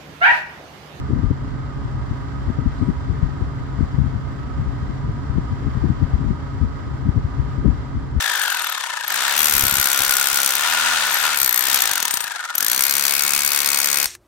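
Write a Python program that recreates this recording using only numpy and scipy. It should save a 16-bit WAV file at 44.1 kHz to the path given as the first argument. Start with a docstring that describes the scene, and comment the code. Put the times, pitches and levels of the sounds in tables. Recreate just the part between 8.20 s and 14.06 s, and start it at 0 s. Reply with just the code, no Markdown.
"""Rotary hammer on a concrete post

Outdoors, a rotary hammer chisels in long bursts; twice it is switched off and coasts down, first right at the start.
One crank times the steel blows that crush concrete, the knocks in the gear housing, the whirr, the whine and the hum.
Blows and knocks are shaped noise, gears and hum are sine waves, and the loose bit is a set of ringing modes.
Unloaded, the striker slams the housing. Puffs of air buffet the close microphone, which has two ports."""
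import sys
import numpy as np
from scipy import signal
from scipy.fft import rfft, irfft, next_fast_len
from scipy.io import wavfile
from scipy.ndimage import uniform_filter1d

SR = 44100
rng = np.random.default_rng(int(sys.argv[2]) if len(sys.argv) > 2 else 0)


def store_pcm(level_fs):
    """Save levels as 16-bit WAV."""
    pcm = np.round(np.clip(level_fs, -1, 1) * 32767).astype(np.int16)
    wavfile.write(sys.argv[1], SR, np.atleast_2d(pcm).T)


N = 258419
# the time of every sample [s], and the frequencies of the filters [Hz]
TIME, BINS = np.arange(N) / SR, np.fft.rfftfreq(next_fast_len(N + 8192), 1 / SR)


def from_db(db):
    """Decibels to gain."""
    return 10 ** (np.asarray(db) / 20)


def rms_one(x):
    """Scale to unit power."""
    return x / np.sqrt(np.mean(x ** 2) + 1e-20)


def in_time(rows):
    """Each column of a curve, read at every sample."""
    s, *columns = np.transpose(rows)
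    return [np.interp(TIME, s, c) for c in columns]


def by_hz(points):
    """A table read at every frequency, on a log axis."""
    hz, value = np.transpose(points)
    return np.interp(np.log(BINS + 1), np.log(hz), value)


def resonances(modes):
    """Response of parallel damped modes, alternating in sign."""
    response = 0
    for k, (hz, width, db) in enumerate(modes):
        damping = 1j * BINS * width
        response = response + (-1) ** k * from_db(db) * damping / (hz ** 2 - BINS ** 2 + damping)
    return response


def filtered(x, response):
    """Pass a signal through a frequency response."""
    return irfft(rfft(x, 2 * len(BINS) - 2) * response)[..., :N]


def coloured(x, response):
    """Filter a broadband signal and keep its power."""
    size = np.abs(response)
    return filtered(x, rms_one(size).max() / size.max() * response)


def noise():
    """Unrelated white noise for the two ports."""
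    return rng.standard_normal((2, N))


def drift(rate):
    """Smooth random wander of spread 1, changing about `rate` times a second."""
    return rms_one(filtered(rng.standard_normal(N), 1 / (1 + (BINS / rate) ** 2) ** 2))


def swells(rows):
    """Gain of bell-shaped swells, added in power."""
    power = np.zeros(N)
    for s, half_s, db in rows:
        power += from_db(db) ** 2 * np.exp(-np.minimum(((TIME - s) / half_s) ** 2, 50))
    return np.sqrt(power)


def each_turn(turns, spread_db, jitter_s):
    """One click whenever the crank passes a whole turn, uneven in strength and timing."""
    at = np.flatnonzero(np.diff(np.floor(turns)) > 0)
    chance = rng.standard_normal((512, 2))[:len(at)]
    moved = at + (chance[:, 0] * jitter_s * SR).astype(int)
    clicks = np.zeros(N)
    clicks[np.clip(moved, 0, N - 1)] = from_db(spread_db * chance[:, 1])
    return clicks


def dying(clicks, t60):
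    """Envelope that jumps up with each click and falls by 60 dB in t60 seconds."""
    power_kept = from_db(-120 / (t60 * SR))  # from one sample to the next
    return np.sqrt(signal.lfilter([1], [1, -power_kept], clicks ** 2 + 1e-18))


STEEL_SHARE = .5  # share of a blow's power that is steel ring, the rest is fresh fracture


def crunch(clicks, t60, tail_db, tail_t60, alike=STEEL_SHARE, count=3):
    """Each click starts a dense burst: part fresh fracture, part steel ring that changes slowly as the tip shifts."""
    age = TIME[:SR // 16]
    fade = from_db(-60 * age / t60) + from_db(tail_db - 60 * age / tail_t60)
    shape = fade * np.minimum(age / .0006, 1)  # a short rise, then the fade
    contacts = np.array([drift(2.44) for _ in range(count)])
    contacts = contacts / np.sqrt(np.sum(contacts ** 2, axis=0))
    steel = np.zeros((2, N))
    for share in contacts:
        ring = shape * rng.standard_normal((2, len(age)))
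        steel += signal.oaconvolve((clicks * share)[None], ring, axes=1)[:, :N]
    fracture_power = np.abs(signal.oaconvolve(clicks ** 2, shape ** 2)[:N])
    fracture = np.sqrt(fracture_power) * noise()
    return np.sqrt(alike) * steel + np.sqrt(1 - alike) * fracture


# crank speed under power: (time [s], speed [turns per s])
POWERED_SPEED = [(1.01, 79.64), (1.1, 71.59), (1.19, 80.06), (1.41, 68.99), (1.88, 67.13), (2.18, 69.08),
                 (2.33, 64.76), (2.47, 80.25), (2.76, 80.96), (2.93, 64.36), (3.05, 76.41), (3.2, 70.74),
                 (3.32, 58.03), (3.42, 64.89), (3.57, 67.96), (4.5, 71.1), (5.86, 70.48)]
# trigger released: (off [s], on again [s], first speed [turns per s],
#                    first braking [turns per s lost each second], time in which the braking eases [s])
TRIGGER_COASTS = [(0, .853, 57.737, 45.92, 2.15), (3.57, 4.333, 66.949, 149.3, .368)]
SPIN_UP_S = .105  # how quickly the motor pulls the crank back, as a time constant


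def crank_speed():
    """With the trigger released friction slows the crank; switched on, the motor quickly pulls it back up to speed."""
    speed, = in_time(POWERED_SPEED)
    for off, on, first, braking, ease_s in TRIGGER_COASTS:
        age = np.clip(TIME, off, on) - off
        coasting = first - braking * ease_s * (1 - np.exp(-age / ease_s))
        unpowered = (TIME >= off) * np.exp(-np.maximum(TIME - on, 0) / SPIN_UP_S)
        speed = speed + unpowered * (coasting - speed)
    return speed


# leaning on the tool: (start [s], end [s], concrete crack [dB], chisel ring [dB],
#   ring lost as the tip digs in [dB per s], then change against free running of:
#   whirr and fan [dB], housing knock [dB], gear whine [dB], buzz [dB])
PUSHES = [(1.16, 2.38, -5.5, -0.5, 9.5, -1.5, -15, -21, 4), (3.149, 3.46, -7.5, -3, -7, -5, -4.5, 1, 1),
          (3.42, 4.08, -7, -5.5, 24, 0.5, -1.5, -6, 2), (4.364, 5.95, -5, -4, 4, -6.5, -15, 3.5, 3)]
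# free running, one row each: (level at the reference speed [dB], gain per doubling of speed [dB])
CRACK_LAW = (-15.5, 1.14)
WHIRR_SPEED_LAW = (-20.5, 6.2)
HOUSING_SPEED_LAW = (-14.5, 4)
FAN_SPEED_LAW = (-29, 12)
WHINE_SPEED_LAW = (-27, 7.1)
BUZZ_SPEED_LAW = (-3.5, 11.4)
AIR_SPEED_LAW = (-60.5, 1.8)
REFERENCE_SPEED = 70  # turns per s
IDLE_RING_DB, AIR_PRESSED_DB = -25, -56
LEAN_S, EASE_S = .04, .16  # time to lean on the tool and to ease off
# too slow a crank barely throws the striker: threshold and its width [turns per s], change of crack and ring [dB]
THROW_SPEED, THROW_WIDTH, WEAK_CRACK_DB, WEAK_RING_DB = 44, 3.5, -10, -20


def efforts(speed):
    """Level of every part in dB: free running follows crank speed; a push sets the chisel and air and shifts the rest."""
    start, end, crack, ring, ring_loss, whirr, housing, whine, buzz = np.transpose(PUSHES)
    age = TIME - start[:, None]
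    leaning = np.clip(.5 + np.minimum(age / LEAN_S, (end[:, None] - TIME) / EASE_S), 0, 1)
    leaning = leaning / np.maximum(leaning.sum(0), 1)  # overlapping pushes share the weight
    pressed = leaning.sum(0)
    weak = np.clip((THROW_SPEED - speed) / THROW_WIDTH, 0, 1)
    doublings = np.log2(speed / REFERENCE_SPEED)

    def free(law):
        """Free-running level at this speed."""
        return law[0] + law[1] * doublings

    idle_crack = free(CRACK_LAW) + WEAK_CRACK_DB * weak
    idle_ring = IDLE_RING_DB + WEAK_RING_DB * weak
    return dict(
        crack=(1 - pressed) * idle_crack + crack @ leaning,
        ring=(1 - pressed) * idle_ring + ring @ leaning - ring_loss @ (leaning * age),
        whirr=free(WHIRR_SPEED_LAW) + whirr @ leaning,
        housing=free(HOUSING_SPEED_LAW) + housing @ leaning,
        fan=free(FAN_SPEED_LAW) + whirr @ leaning,
        whine=free(WHINE_SPEED_LAW) + whine @ leaning + backlash_db(),
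        buzz=free(BUZZ_SPEED_LAW) + buzz @ leaning,
        air=(1 - pressed) * free(AIR_SPEED_LAW) + pressed * AIR_PRESSED_DB)


# how late the striker lands: (time [s], delay [turns])
STRIKER_DELAY = [(0, 0.12), (.86, 0.019), (2.4, 0.021), (2.9, 0.34), (3.12, 0), (4.5, 0.014)]


def striker(turns):
    """The crank throws the striker once a turn, and it lands a varying part of a turn late."""
    delay, = in_time(STRIKER_DELAY)
    return each_turn(turns - delay, spread_db=1.7, jitter_s=.00005)


# the chisel bites hard: (time [s], relative level [dB])
HARD_BITES = [(2.353, -15), (3.544, -13), (3.62, -10), (4.352, -16), (4.3802, -13)]
# the unloaded bit grazes the concrete and rings: (time [s], half length [s], level [dB])
BIT_GRAZES = [(.22, 0.23, -14.5), (.48, .04, -10.5), (.9, 0.038, -7), (1.1, 0.029, -10), (2.5, .1, -16),
              (2.98, 0.057, -4.5)]
# colour of cracking concrete: (frequency [Hz], relative level per Hz [dB])
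CRACK_COLOUR = [(60, -20), (250, -7.5), (600, -10), (1200, -3), (2000, 0), (3500, -1), (4500, 4), (5400, 3),
                (6400, 5.5), (7400, 4.5), (8500, 7.5), (10800, 4), (14500, 5.5), (16000, -0.5)]
# ringing of the chisel pressed on concrete: (frequency [Hz], width [Hz], relative level [dB])
PRESSED_CHISEL_MODES = [(11300, 98, 8), (12860, 440, 17.5), (13940, 1500, -5)]


def chisel(strikes, crack_db, ring_db):
    """The striker hits once a turn: concrete cracks and the chisel rings briefly."""
    bites = np.zeros(N)
    for s, db in HARD_BITES:
        bites[round(s * SR)] = from_db(db + 9.0)
    ringing = np.hypot(from_db(ring_db), swells(BIT_GRAZES))
    crack_clicks = strikes * from_db(crack_db + 4.0) + bites
    ring_clicks = strikes * ringing + bites * from_db(5.5)
    crack = crunch(crack_clicks, t60=0.0083, tail_db=-13, tail_t60=0.038)
    ring = crunch(ring_clicks, t60=0.0097, tail_db=-16.0, tail_t60=0.028)
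    return coloured(crack, from_db(by_hz(CRACK_COLOUR))) + coloured(ring, resonances(PRESSED_CHISEL_MODES))


# the loose bit clinks in the chuck: (time [s], level [dB])
CHUCK_CLINKS = [(.218, -31), (0.3, -32), (.42, -38), (3.911, -30.5), (3.942, -30), (4.009, -34)]
# ringing of the free bit: (frequency [Hz], relative level [dB], time to fall by 60 dB [s])
FREE_BIT_MODES = [(6874, 7, 0.17), (8570, 14, 0.1), (9000, -5, 0.19), (9900, 10.5, 0.25), (12360, 6.5, .16),
                  (13500, 2, 0.22)]


def loose_bit():
    """Loose in its chuck, the steel bit rings on at its own frequencies after each clink."""
    out = np.zeros((2, N))
    for hz, mode_db, t60 in FREE_BIT_MODES:
        clicks = np.zeros((2, N))
        for s, db in CHUCK_CLINKS:
            clicks[:, round(s * SR)] = from_db(db + mode_db + 2 * rng.standard_normal(2))
        kept = from_db(-60 / (t60 * SR))  # amplitude kept from one sample to the next
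        step = 2 * np.pi * hz / SR        # radians per sample
        out += signal.lfilter([0, np.sin(step)], [1, -2 * kept * np.cos(step), kept * kept], clicks + 1e-18)
    return out


# surfaces nearby: (delay [s], level [dB])
SURFACE_ECHOES = [(.0021, -11), (.0043, -15.5), (.0094, -37), (0.018, -23)]


def echoes(x):
    """Ground, post and wall return short, weaker copies of a sound."""
    response = 1
    for s, db in SURFACE_ECHOES:
        response = response + from_db(db) * np.exp(-2j * np.pi * BINS * s)
    return filtered(x, response)


# unloaded, the striker slams for a few strokes: (time [s], half length [s], level [dB])
STRIKER_SLAMS = [(.1, .07, -20), (.33, .1, -22), (1.0, .05, -14.5), (1.1, .04, -13.5), (2.66, .06, -17.5),
                 (2.83, .05, -20), (3.04, .07, -17.5)]
# what a slam rings with: (frequency [Hz], width [Hz], relative level [dB])
CLANG_MODES = [(980, 160, -7), (1330, 220, -2), (1650, 260, 2), (2150, 300, -5), (3600, 450, -6)]


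def slams(strikes):
    """With no concrete to take the blow, the striker hits the housing, which clangs briefly."""
    clang = crunch(strikes * swells(STRIKER_SLAMS), t60=.022, tail_db=-15, tail_t60=.035)
    return coloured(clang, resonances(CLANG_MODES))


# play in the drive within one turn: (place after the blow [turns], relative level [dB])
DRIVE_KNOCKS = [(-.5, -7.5), (-.25, -3.5), (-.09, -4), (0.022, -0.5), (0.163, -14.5)]
# gear housing: (frequency [Hz], width [Hz], relative level [dB])
GEAR_HOUSING_MODES = [(804, 320, -5.5), (974, 35, 3.5), (1233, 31, 3.5), (1424, 810, -2.5), (1804, 65, 7.5),
                      (3550, 230, -22)]
# the note the housing sings at: (frequency [Hz], width [Hz], relative level [dB])
SINGING_NOTE = [(1430, 75, 0)]
# the housing breaks into that note: (time [s], half length [s], level [dB])
SINGING_SWELLS = [(.3, 0.025, -30), (1.85, 0.43, -25), (2.66, 0.2, -22.5), (3.05, 0.13, -24.5),
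                  (4.21, 0.034, -28), (4.33, 0.028, -26.5)]
# colour of the whirr: (frequency [Hz], relative level per Hz [dB])
WHIRR_COLOUR = [(100, -50), (400, -18), (600, -5), (800, -0.5), (1200, -3.5), (1800, -1.5), (2400, -3.5),
                (3000, -1), (3600, 1.5), (5500, -6), (8000, -5), (11000, -12.5), (15500, -25.5)]
# motor and fan: (frequency [Hz], width [Hz], relative level [dB])
MOTOR_FAN_MODES = [(2050, 140, 2), (3000, 520, 8.5), (1800, 400, -5)]
SING_FLOOR_DB = -41.5  # level of the singing between its swells


def drive(turns, whirr_db, housing_db, fan_db):
    """Piston and gears knock several times a turn; the housing rings, and the whirr of motor and fan throbs along."""
    knocks = np.zeros(N)
    for offset, db in DRIVE_KNOCKS:
        knocks += from_db(db) * each_turn(turns - offset, spread_db=2.0, jitter_s=.0004)
    throb = dying(knocks, t60=0.03)
    throb = throb / np.sqrt(uniform_filter1d(throb ** 2, size=SR // 10) + 1e-6)  # even out the level
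    # the case sends out little far below 550 Hz or above 2600 Hz
    radiation = 1 / (1 + (BINS / 2600) ** 4) / (1 + (550 / (BINS + 1)) ** 4)
    housing = coloured(noise() * (throb + 0.051), resonances(GEAR_HOUSING_MODES) * radiation)
    singing = coloured(noise() * throb, resonances(SINGING_NOTE) * radiation)
    whirr = coloured(noise() * (0.85 * throb + 0.34), from_db(by_hz(WHIRR_COLOUR)))
    fan = coloured(noise() * (throb + 0.09), resonances(MOTOR_FAN_MODES) * radiation)
    singing_gain = np.hypot(from_db(SING_FLOOR_DB), swells(SINGING_SWELLS))
    return (from_db(housing_db - 10.5) * housing + singing_gain * singing
            + from_db(whirr_db + 2.0) * whirr + from_db(fan_db) * fan)


# tones of the meshing teeth: (multiple of the tooth rate, relative level [dB])
TOOTH_TONES = [(1, 5.5), (2, 6.5), (3, 6)]
# how well the gear case radiates: (frequency [Hz], gain [dB])
CASE_RADIATION = [(500, -7), (800, -12.5), (950, 4), (1150, -9.5), (1400, 2), (1650, 7.5), (1800, 5),
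                  (1950, -9), (2180, -1), (2400, -16), (2580, -2), (2950, -7), (3500, 1), (4000, -7.5),
                  (4450, -1.5), (4900, -8), (7000, -44)]
TEETH = 33  # teeth meshing per crank turn


def gears(turns, whine_db):
    """Teeth mesh hardest while the piston compresses; the load makes their pitch swing within each turn."""
    load = 0.46 + 0.69 * (.5 + .5 * np.cos(2 * np.pi * (turns - .02))) ** 2.4
    mesh = 2 * np.pi * TEETH * turns + 3.25 * np.sin(2 * np.pi * turns + 1.27)
    whine = np.zeros(N)
    for k, db in TOOTH_TONES:
        tone = np.sin(k * mesh + 0.76 * drift(105))
        roughness = 0.55 * drift(110) * np.cos(k * mesh)
        whine += from_db(db) * (tone + roughness)
    heard = filtered(from_db(whine_db) * load * whine, from_db(by_hz(CASE_RADIATION)))
    return heard * [[1], [0]]  # only in the part that both ports share


# the whine is louder while coasting [dB], and hushed [dB] for a moment [s] after switching on
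WHINE_COASTING_DB, WHINE_PULLING_DB, PULL_S = 4.5, -11, 0.18


def backlash_db():
    """Change of the gear whine with the trigger: slack teeth while coasting, tight ones just after switching on."""
    change = np.zeros(N)
    for off, on, *_ in TRIGGER_COASTS:
        pulling = WHINE_PULLING_DB * np.exp(-np.abs(TIME - on) / PULL_S)
        change += np.where(TIME < on, WHINE_COASTING_DB * (TIME >= off), pulling)
    return change


# strength of the crank harmonics: (frequency [Hz], relative level [dB])
BODY_COLOUR = [(70, -83), (140, -53.5), (210, -60), (290, -51), (360, -47.5), (420, -61), (495, -44.5),
               (565, -45), (640, -47.5), (780, -45), (900, -43.5), (1100, -44.5), (1400, -43.5),
               (2400, -40)]
# unbalanced crank and rotor: (multiple of the crank rate, relative level [dB])
UNBALANCED_TONES = [(1, -9.5), (3, -6), (7, -3)]
# the hum swells up: (time [s], half length [s], level [dB])
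HUM_SWELLS = [(1.05, .1, -53), (2.68, .15, -40), (3.07, .06, -46), (4.8, .15, -53)]


def body(turns, buzz_db, count=36):
    """The same shaking on every turn makes a buzz of crank harmonics; unbalanced parts add a plain hum in swells."""
    angle = np.linspace(0, 1, 2048)
    harmonic = np.arange(1, count + 1)[:, None]
    start = rng.random((count, 1))
    one_turn = np.sqrt(2) * np.sin(2 * np.pi * (harmonic * angle + start)).sum(0)
    buzz = filtered(np.interp(turns % 1, angle, one_turn), from_db(by_hz(BODY_COLOUR)))
    hum = sum(from_db(db) * np.sqrt(2) * np.sin(2 * np.pi * round(k) * turns) for k, db in UNBALANCED_TONES)
    waver_db = 1.3 * drift(8)
    shaking = from_db(buzz_db + waver_db) * buzz + swells(HUM_SWELLS) * hum
    return shaking * [[1], [0]]  # only in the part that both ports share


# gusts of air against the microphone: (time [s], half length [s], level [dB])
AIR_GUSTS = [(1.22, 0.027, -43), (1.39, 0.056, -29), (1.47, 0.022, -27), (1.53, 0.0092, -28),
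             (1.59, .015, -33), (1.81, 0.014, -34), (1.89, 0.019, -40.5), (2.14, 0.011, -41),
             (3.23, .025, -45), (4.59, .02, -46), (5.17, .015, -51)]
# colour of a puff of air: (frequency [Hz], relative level per Hz [dB])
PUFF_COLOUR = [(12, -2), (35, -8), (68, -2.5), (130, -6.5), (250, -13.5), (500, -21.5), (2000, -54)]


def buffet(turns, air_db):
    """Each stroke shoves a puff of air at both ports alike, harder in a gust."""
    puffs = each_turn(turns, spread_db=1.5, jitter_s=0.00034)
    rough = dying(puffs, t60=0.025) * rng.standard_normal(N)
    air = 0.35 * rms_one(puffs) + 1.1 * rms_one(rough)
    strength = np.hypot(from_db(air_db), swells(AIR_GUSTS))
    return strength * coloured(air, from_db(by_hz(PUFF_COLOUR)))


# the right port faces away from the tool: (frequency [Hz], level against the left port [dB])
RIGHT_SHADOW = [(100, 0.5), (400, -2.5), (800, -12.5), (1000, -3.5), (1200, -2.5), (1500, 0.5),
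                (1800, -2.5), (2200, -2.5), (2800, -6), (4300, -11.5), (6100, 0), (7500, -11.5),
                (10000, -11.5), (15000, -9.5)]
# how alike left and right are: (frequency [Hz], likeness from 0 to 1)
PORT_LIKENESS = [(60, .99), (200, 0.96), (450, 0.62), (750, 0.34), (1300, 0.97), (1800, 0.21), (2500, 0.45),
                 (6000, 0.18), (15000, 0.029)]
# how far the left port leads: (frequency [Hz], phase [radians])
LEFT_LEAD = [(50, -10), (200, 0.3), (500, 1.93), (700, 4), (880, 8), (1200, 6), (2000, 8), (2500, 7),
             (3600, 7.5), (4300, 8.5), (6000, 14), (15000, 17.5)]


def ports(x):
    """The right port hears the left one's sound shifted and shadowed; where they differ, unrelated sound fills in."""
    alike = np.clip(by_hz(PORT_LIKENESS), 0, 1)
    shadow = from_db(by_hz(RIGHT_SHADOW)) * np.exp(-1j * by_hz(LEFT_LEAD))
    shared = filtered(x[0], alike * shadow)
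    unrelated = filtered(x[1], np.sqrt(1 - alike ** 2) * shadow)
    return np.array([x[0], shared + unrelated])


FIRST_TURN = .636  # crank position at the start [turns]


def scene():
    """The crank angle times the machine and its air; the chisel and loose bit also return as short echoes."""
    speed = crank_speed()
    turns = FIRST_TURN + np.cumsum(speed) / SR
    level = efforts(speed)
    strikes = striker(turns)
    tip = echoes(chisel(strikes, level["crack"], level["ring"]) + loose_bit())
    machine = (slams(strikes) + drive(turns, level["whirr"], level["housing"], level["fan"])
               + gears(turns, level["whine"]) + body(turns, level["buzz"]))
    return ports(tip + machine) + buffet(turns, level["air"])


CUTOFF_HZ = 15900


def record(dry):
    """The highest peaks are rounded and the treble above the cutoff is removed."""
    rounded = 1.112 * np.tanh(dry / 1.499)
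    return filtered(rounded, 1 / np.sqrt(1 + (BINS / CUTOFF_HZ) ** 160))


dry = scene()
out = record(dry)
store_pcm(out)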